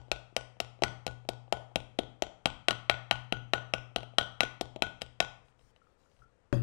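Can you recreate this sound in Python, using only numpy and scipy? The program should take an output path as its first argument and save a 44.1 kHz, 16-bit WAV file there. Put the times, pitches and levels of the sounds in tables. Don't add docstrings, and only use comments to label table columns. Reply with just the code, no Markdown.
import sys
import numpy as np
from scipy import signal
from scipy.io import wavfile
from scipy.ndimage import uniform_filter1d

SR = 44100
rng = np.random.default_rng(int(sys.argv[2]) if len(sys.argv) > 2 else 0)


def invert_db(x):
    u = np.asarray(x, float) / 20
    return 10 ** u


def to_wav(s):
    ch = np.atleast_2d(s).T
    pcm = np.round(np.clip(ch, -1, 1) * 32767)
    wavfile.write(sys.argv[1], SR, pcm.astype(np.int16))


N = 291942
LEAD_S = 0.2


def evened(x):
    return x / np.sqrt(np.mean(x ** 2) + 1e-20)


def read(points, hz):
    f, value = np.transpose(points)
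    return np.interp(np.log(hz + 1), np.log(f + 1), value)


def add(mix, s, sound):
    at = round(s * SR)
    part = mix[max(at, 0):][:max(len(sound) + min(at, 0), 0)]
    part += sound[max(-at, 0):][:len(part)]


def ring(modes, length, rise, scatter_db, detune, merged=False):
    hz, db, t60 = np.transpose(modes)[:, :, None]
    t = np.arange(round(length * SR)) / SR
    level_chance, pitch_chance = rng.standard_normal((2, len(modes), 1))
    level = invert_db(db + scatter_db * level_chance - 60 * t / t60)
    waves = level * np.sin(2 * np.pi * hz * (1 + detune * pitch_chance) * t)
    signs = (-1. if merged else 1.) ** np.arange(len(modes))
    return signs @ waves * (1 - np.exp(-t / rise))


def hiss(spectrum, patchy_db):
    frames, hz = N // 256 + 5, np.fft.rfftfreq(1024, 1 / SR)
    real, imaginary, patches = rng.standard_normal((frames, 513, 3)).T
    patches = uniform_filter1d(patches, 10, 0)
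    patches = evened(uniform_filter1d(patches, 14, 1))
    level = invert_db(read(spectrum, hz)[:, None] + patchy_db * patches)
    z = (real + 1j * imaginary) * level
    return evened(signal.istft(z, nperseg=1024, noverlap=768)[1][:N])


# frequency in Hz, level in dB per Hz.
AIR = [(20, 2), (400, -16.5), (484, -7.5), (603, -17), (1250, -20), (4310, -37), (8500, -39.5),
       (13000, -63.5)]


def air():
    return invert_db(-71) * hiss(AIR, 0.91)


# time in seconds, edge-on contact in dB, push into the bench in dB.
ROUND = [(0, 4.5, -50.5), (.6, 7, -48), (0.841, 5, -41.5), (1.3, 7, -44.5), (2.0, 1.5, -49.5),
         (2.25, 4.5, -62.5), (2.7, 1, -42.5), (3.3, -2.5, -40), (4.0, -0.5, -45.5), (4.6, 6.5, -48),
         (4.82, 4.5, -53.5), (5.2, 2.5, -52.5)]


def placed(s):
    at, edge_db, hum_db = np.transpose(ROUND)
    return np.interp(s, at, edge_db), np.interp(s, at, hum_db)


# frequency in Hz, level in dB, seconds to fade by 60 dB.
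MOUNT = [(484, -5, 0.017), (672.4, 5, 0.014), (809.5, 2.5, 0.008)]
THUD = [(205, -15.5, 0.042), (314, -4, 0.017)]
RIM = [(2161, 0.5, 0.007), (2659, 0, 0.011), (2889, 1, 0.0094), (3220, -4, 0.015), (3912, -5.5, 0.016)]
EDGE = [(4244, -12.5, 0.0084), (4972, -15.5, .01), (5305, -14, 0.0088), (5760, -16, 0.012),
        (6846, -17, .008), (7836, -23, 0.012), (8943, -23.5, 0.0084), (10000, -26, 0.0078),
        (11460, -29.5, 0.0068)]
SIDES = [(1255, -5.5, 0.01), (1400, -4.5, 0.014), (1910, -9, 0.021)]


def knock(peak_db, hard_db, edge_db):
    rim = ring(RIM, 0.05, 0.00034, 2.7, 0.015, merged=True)
    edge = ring(EDGE, 0.05, 0.00031, 2.5, 0.019, merged=True)
    sides = ring(SIDES, 0.05, 0.00083, 1.0, 0.029)
    t = np.arange(len(rim)) / SR
    grit_band = signal.butter(2, [5400, 11700], "band", fs=SR)
    grit = signal.lfilter(*grit_band, rng.standard_normal(len(rim)))
    grit = grit * invert_db(-23.5 - 60 * t / 0.035)
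    steel = rim + invert_db(edge_db) * (edge + grit) + invert_db(0.63 * min(hard_db, 3)) * sides
    mount = ring(MOUNT, 0.05, 0.00016, 1.0, 0.057, merged=True)
    thud = ring(THUD, 0.05, 0.0018, 3.6, 0.082)
    rubber = mount + invert_db(-0.6 * max(hard_db, -8)) * thud
    both = rubber + invert_db(hard_db) * steel
    return invert_db(peak_db) * both / abs(both).max()


def knocks(hits):
    return [(s + 0.0008, knock(*how)) for s, *how in hits]


# start in seconds, peak in dB, hardness in dB, casing ring in dB.
BLOWS = [(-.03, -28.5, -9, -63), (0.115, -15.5, 0, -45.5), (0.364, -17, -1.5, -46.5), (0.601, -17, 0, -53),
         (0.835, -12.5, 0.5, -36.5), (1.065, -19, -4.5, -46.5), (1.288, -18.5, -4.5, -53.5),
         (1.524, -14, -3.5, -45.5), (1.757, -16, -5, -53), (1.988, -15, -5.5, -54),
         (2.221, -16.5, -4.5, -55), (2.456, -11.5, 0.5, -43.5), (2.683, -9.5, 2.5, -35.5),
         (2.896, -7.5, 5.5, -35.5), (3.11, -8.5, 3, -37.5), (3.323, -14.5, -1.5, -41),
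         (3.534, -9.5, 5.5, -35.5), (3.736, -14, 0, -41), (3.96, -15.5, 0, -49.5), (4.183, -8, 4, -35),
         (4.405, -8.5, 3, -33), (4.61, -20.5, -4.5, -55.5), (4.821, -12.5, 0, -38),
         (5.017, -24, -1.5, -56.5), (5.202, -12, 1.5, -38.5)]


def blows():
    hits = []
    for s, db, hard_db, _ in BLOWS:
        edge_db = placed(s)[0] - 0.34 * (db + 12)
        hits.append((s, db, hard_db, edge_db))
    return knocks(hits)


# frequency in Hz, level in dB,
# seconds to fade by 60 dB.
CASING = [(1404, -4, 0.16), (1470.5, 1, 0.3), (1500, -6, 0.23), (3142, -25.5, 0.4), (3230, -23, 0.37),
          (3360, -25.5, 0.34), (4660, -21, 0.1), (6760, -28.5, 0.21),
          (6065, -28, .42), (6100, -30, .38)]


def casing():
    out = np.zeros(N)
    for s, *_, ring_db in BLOWS:
        add(out, s, invert_db(ring_db) * ring(CASING, 0.56, 0.007, 0.94, 0.003))
    return out


# frequency in Hz, level in dB, seconds to fade by 60 dB.
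BENCH = [(121, 0.5, 0.87)]
# frequency in Hz, level in dB, seconds to fade by 60 dB.
LEGS = [(58.4, 0.5, 0.25), (38, -4, 0.23)]


def bench():
    out = np.zeros(N)
    starts = [row[0] for row in BLOWS]
    stops = starts[1:] + [starts[-1] + 0.67]
    for stop, (s, peak_db, hard_db, _) in zip(stops, BLOWS):
        hum = ring(BENCH, stop - s + 0.0078, 0.018, 0, 0.0073)
        seconds_left = np.arange(len(hum))[::-1] / SR
        fade = np.clip(seconds_left / 0.019, 0, 1)
        add(out, s, invert_db(placed(s)[1]) * hum * fade)
        legs_db = 0.5 * peak_db - 0.73 * hard_db - 41
        add(out, s, invert_db(legs_db) * ring(LEGS, 0.4, 0.0078, 2.5, 0.15))
    return out


# delay in seconds, level in dB over the scatter.
ECHOES = [(.0035, 2), (0.016, 5), (0.023, 5.5), (0.045, 16), (0.047, 8)]
# frequency in Hz, level in dB.
TOP_COLOUR = [(200, 4.5), (1000, 0.5), (2500, -8), (4000, -4.5), (5000, -9.5), (9000, -8), (15000, -24)]
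# frequency in Hz, level in dB.
WALL_COLOUR = [(100, 14), (400, 1), (1000, 5.5), (2400, -3), (3300, 6.5), (3900, -2), (9000, 0),
               (15000, -25.5)]
# frequency in Hz, seconds to fade by 60 dB.
WALLS = [(100, 0.52), (300, 0.43), (700, 0.47), (1500, 0.59), (3200, 0.38), (5000, 0.39), (9000, .35)]


def workshop(tracks):
    taps = np.zeros((len(tracks), SR))
    at = np.arange(100, SR - 20, 20) + rng.integers(0, 20, (len(tracks), (SR - 101) // 20))
    np.put_along_axis(taps, at, rng.choice([-1., 1.], at.shape), 1)
    for late, db in ECHOES:
        taps[:, round(late * SR)] += invert_db(db)
    hz, t, z = signal.stft(taps, SR, nperseg=256)
    near = invert_db(-14 + read(TOP_COLOUR, hz)[:, None] - 60 * t / 0.062)
    far = invert_db(-28 + read(WALL_COLOUR, hz)[:, None] - 60 * t / read(WALLS, hz)[:, None])
    far = far * (1 - np.exp(-t / 0.035))
    reply = signal.istft(z * (near + far), SR, nperseg=256)[1]
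    wet = signal.fftconvolve(tracks, reply, axes=1)[:, :tracks.shape[1]].sum(0)
    return wet[round(LEAD_S * SR):]


# start in seconds, peak in dB.
GRIP = [(0.082, -51), (0.325, -54), (0.567, -50.5), (0.789, -50), (1.25, -49.5), (1.478, -49.5),
        (1.715, -54), (3.913, -53), (4.135, -46.5)]


def grips():
    return knocks([(s, db, -16.5, -7.5) for s, db in GRIP])


# start in seconds, peak in dB, hardness in dB.
REBOUNDS = [(.8205, -17, -13), (1.077, -30, -3), (1.757, -29, 17), (1.986, -36.5, 8), (2.235, -36, 6),
            (2.471, -29, -1.5), (2.707, -17, 3.5), (2.717, -33.5, -10.5), (2.912, -32, 0.5),
            (3.126, -35, 11.5), (3.555, -33, -9.5), (3.983, -35, -6.5), (4.03, -34.5, -6),
            (4.21, -26.5, -1.5), (4.432, -20.5, -1.5), (4.76, -30.5, -13.5), (4.79, -50.5, -18),
            (4.835, -29, -10), (5.011, -42.5, 7), (5.224, -30, -3)]


def rebounds():
    return knocks([(s, db, hard_db, 1.5) for s, db, hard_db in REBOUNDS])


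# start in seconds, peak in dB,
# pitch in Hz.
CLINKS = [
    (4.762, -46.5, 654),
    (5.8166, -66, 1350),
    (5.8691, -70, 1300),
    (6.0595, -73.5, 1400),
    (6.2197, -60.5, 1370),
    (6.238, -65, 1385),
]


def clinks():
    sounds = []
    for s, db, hz in CLINKS:
        modes = [(hz, db, 0.07), (hz / 1.025, db - 3, 0.15), (hz * 1.025, db - 10, 0.25)]
        sounds.append((s, ring(modes, 0.2, 0.0007, 0, 0)))
    return sounds


# start in seconds, length in seconds, level in dB.
RUSTLE = [
    (5.436, .09, -81),
    (5.577, 0.15, -77),
    (5.749, 0.046, -84),
    (5.802, 0.16, -88),
    (5.973, 0.12, -81),
    (6.078, .18, -81),
]
# frequency in Hz, level in dB per Hz.
CLOTH = [(300, 3), (1000, 2), (2500, -4), (5500, -1), (9000, -6), (12000, -17)]


def rustle():
    t = np.arange(N) / SR
    strokes = np.zeros(N)
    for s, length, db in RUSTLE:
        to_edge = np.minimum(t - s, s + length - t)
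        strokes += invert_db(db - 2) * np.clip(to_edge / 0.022, 0, 1)
    return strokes * hiss(CLOTH, 3.8)


# start in seconds, peak in dB.
TICKS = [(5.483, -58), (5.523, -68), (5.592, -61), (5.61, -62), (5.761, -53), (6.034, -67), (6.114, -65.5),
         (6.165, -65.5), (6.19, -64)]


def ticks():
    return knocks([(s, db, 0.5, -2) for s, db in TICKS])


# start in seconds, hum in dB.
NUDGES = [
    (5.621, -65),
    (6.19, -62),
]


def nudges():
    out = np.zeros(N)
    for s, db in NUDGES:
        add(out, s, invert_db(db) * ring([(120.4, 1.5, 0.46), (49, 8.2, 0.22)], 0.4, 0.016, 0, 0))
    return out


DROP_S = 6.5275
# frequency in Hz, level in dB, seconds to fade by 60 dB.
DROP = [(121.3, -4, 3.6), (61.5, -17, 0.27), (207, -27, 0.13), (267, -10, 0.078), (364, -4.5, 0.058),
        (435, -12, .06), (565, -7, 0.15), (720, -19, 0.052), (1180, -3.5, 0.0074), (1480, 3.5, 0.0052),
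        (2400, -11, 0.013), (3760, -0.5, 0.0015), (6940, -18, 0.006)]


def landing():
    return [(DROP_S, invert_db(-24) * ring(DROP, 0.2, 0.00024, 0, 0))]


# frequency in Hz, level in dB per Hz.
CLATTER = [(60, -3.5), (200, -2.5), (600, -13.5), (1500, -29), (3000, -36), (6000, -46.5), (12000, -59),
           (16000, -85)]


def clatter():
    t = np.maximum(np.arange(N) / SR - DROP_S, 0)
    swell = 1 - np.exp(-t / 0.001)
    return invert_db(-27.5 - 60 * t / 0.33) * swell * hiss(CLATTER, 6.7)


def contacts():
    direct, tracks = np.zeros(N), np.zeros((3, N + round(LEAD_S * SR)))
    sounds = blows() + rebounds() + grips() + ticks() + clinks() + landing()
    for k, (s, sound) in enumerate(sounds):
        add(direct, s, sound)
        click = sound * np.exp(-np.arange(len(sound)) / SR / 0.0026)
        add(tracks[k % len(tracks)], s + LEAD_S, click)
    return direct, tracks


def scene():
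    direct, tracks = contacts()
    heard = direct + workshop(tracks) + casing() + bench() + nudges()
    heard = heard + clatter() + rustle() + air()
    return np.array([invert_db(6) * heard, np.zeros(N)])


def band_limit(x):
    return signal.sosfilt(signal.butter(12, 15660, fs=SR, output="sos"), x)


def record(dry):
    clean = signal.lfilter(*signal.butter(2, 16, "high", fs=SR), dry)
    return band_limit(clean)


dry = scene()
out = record(dry)
to_wav(out)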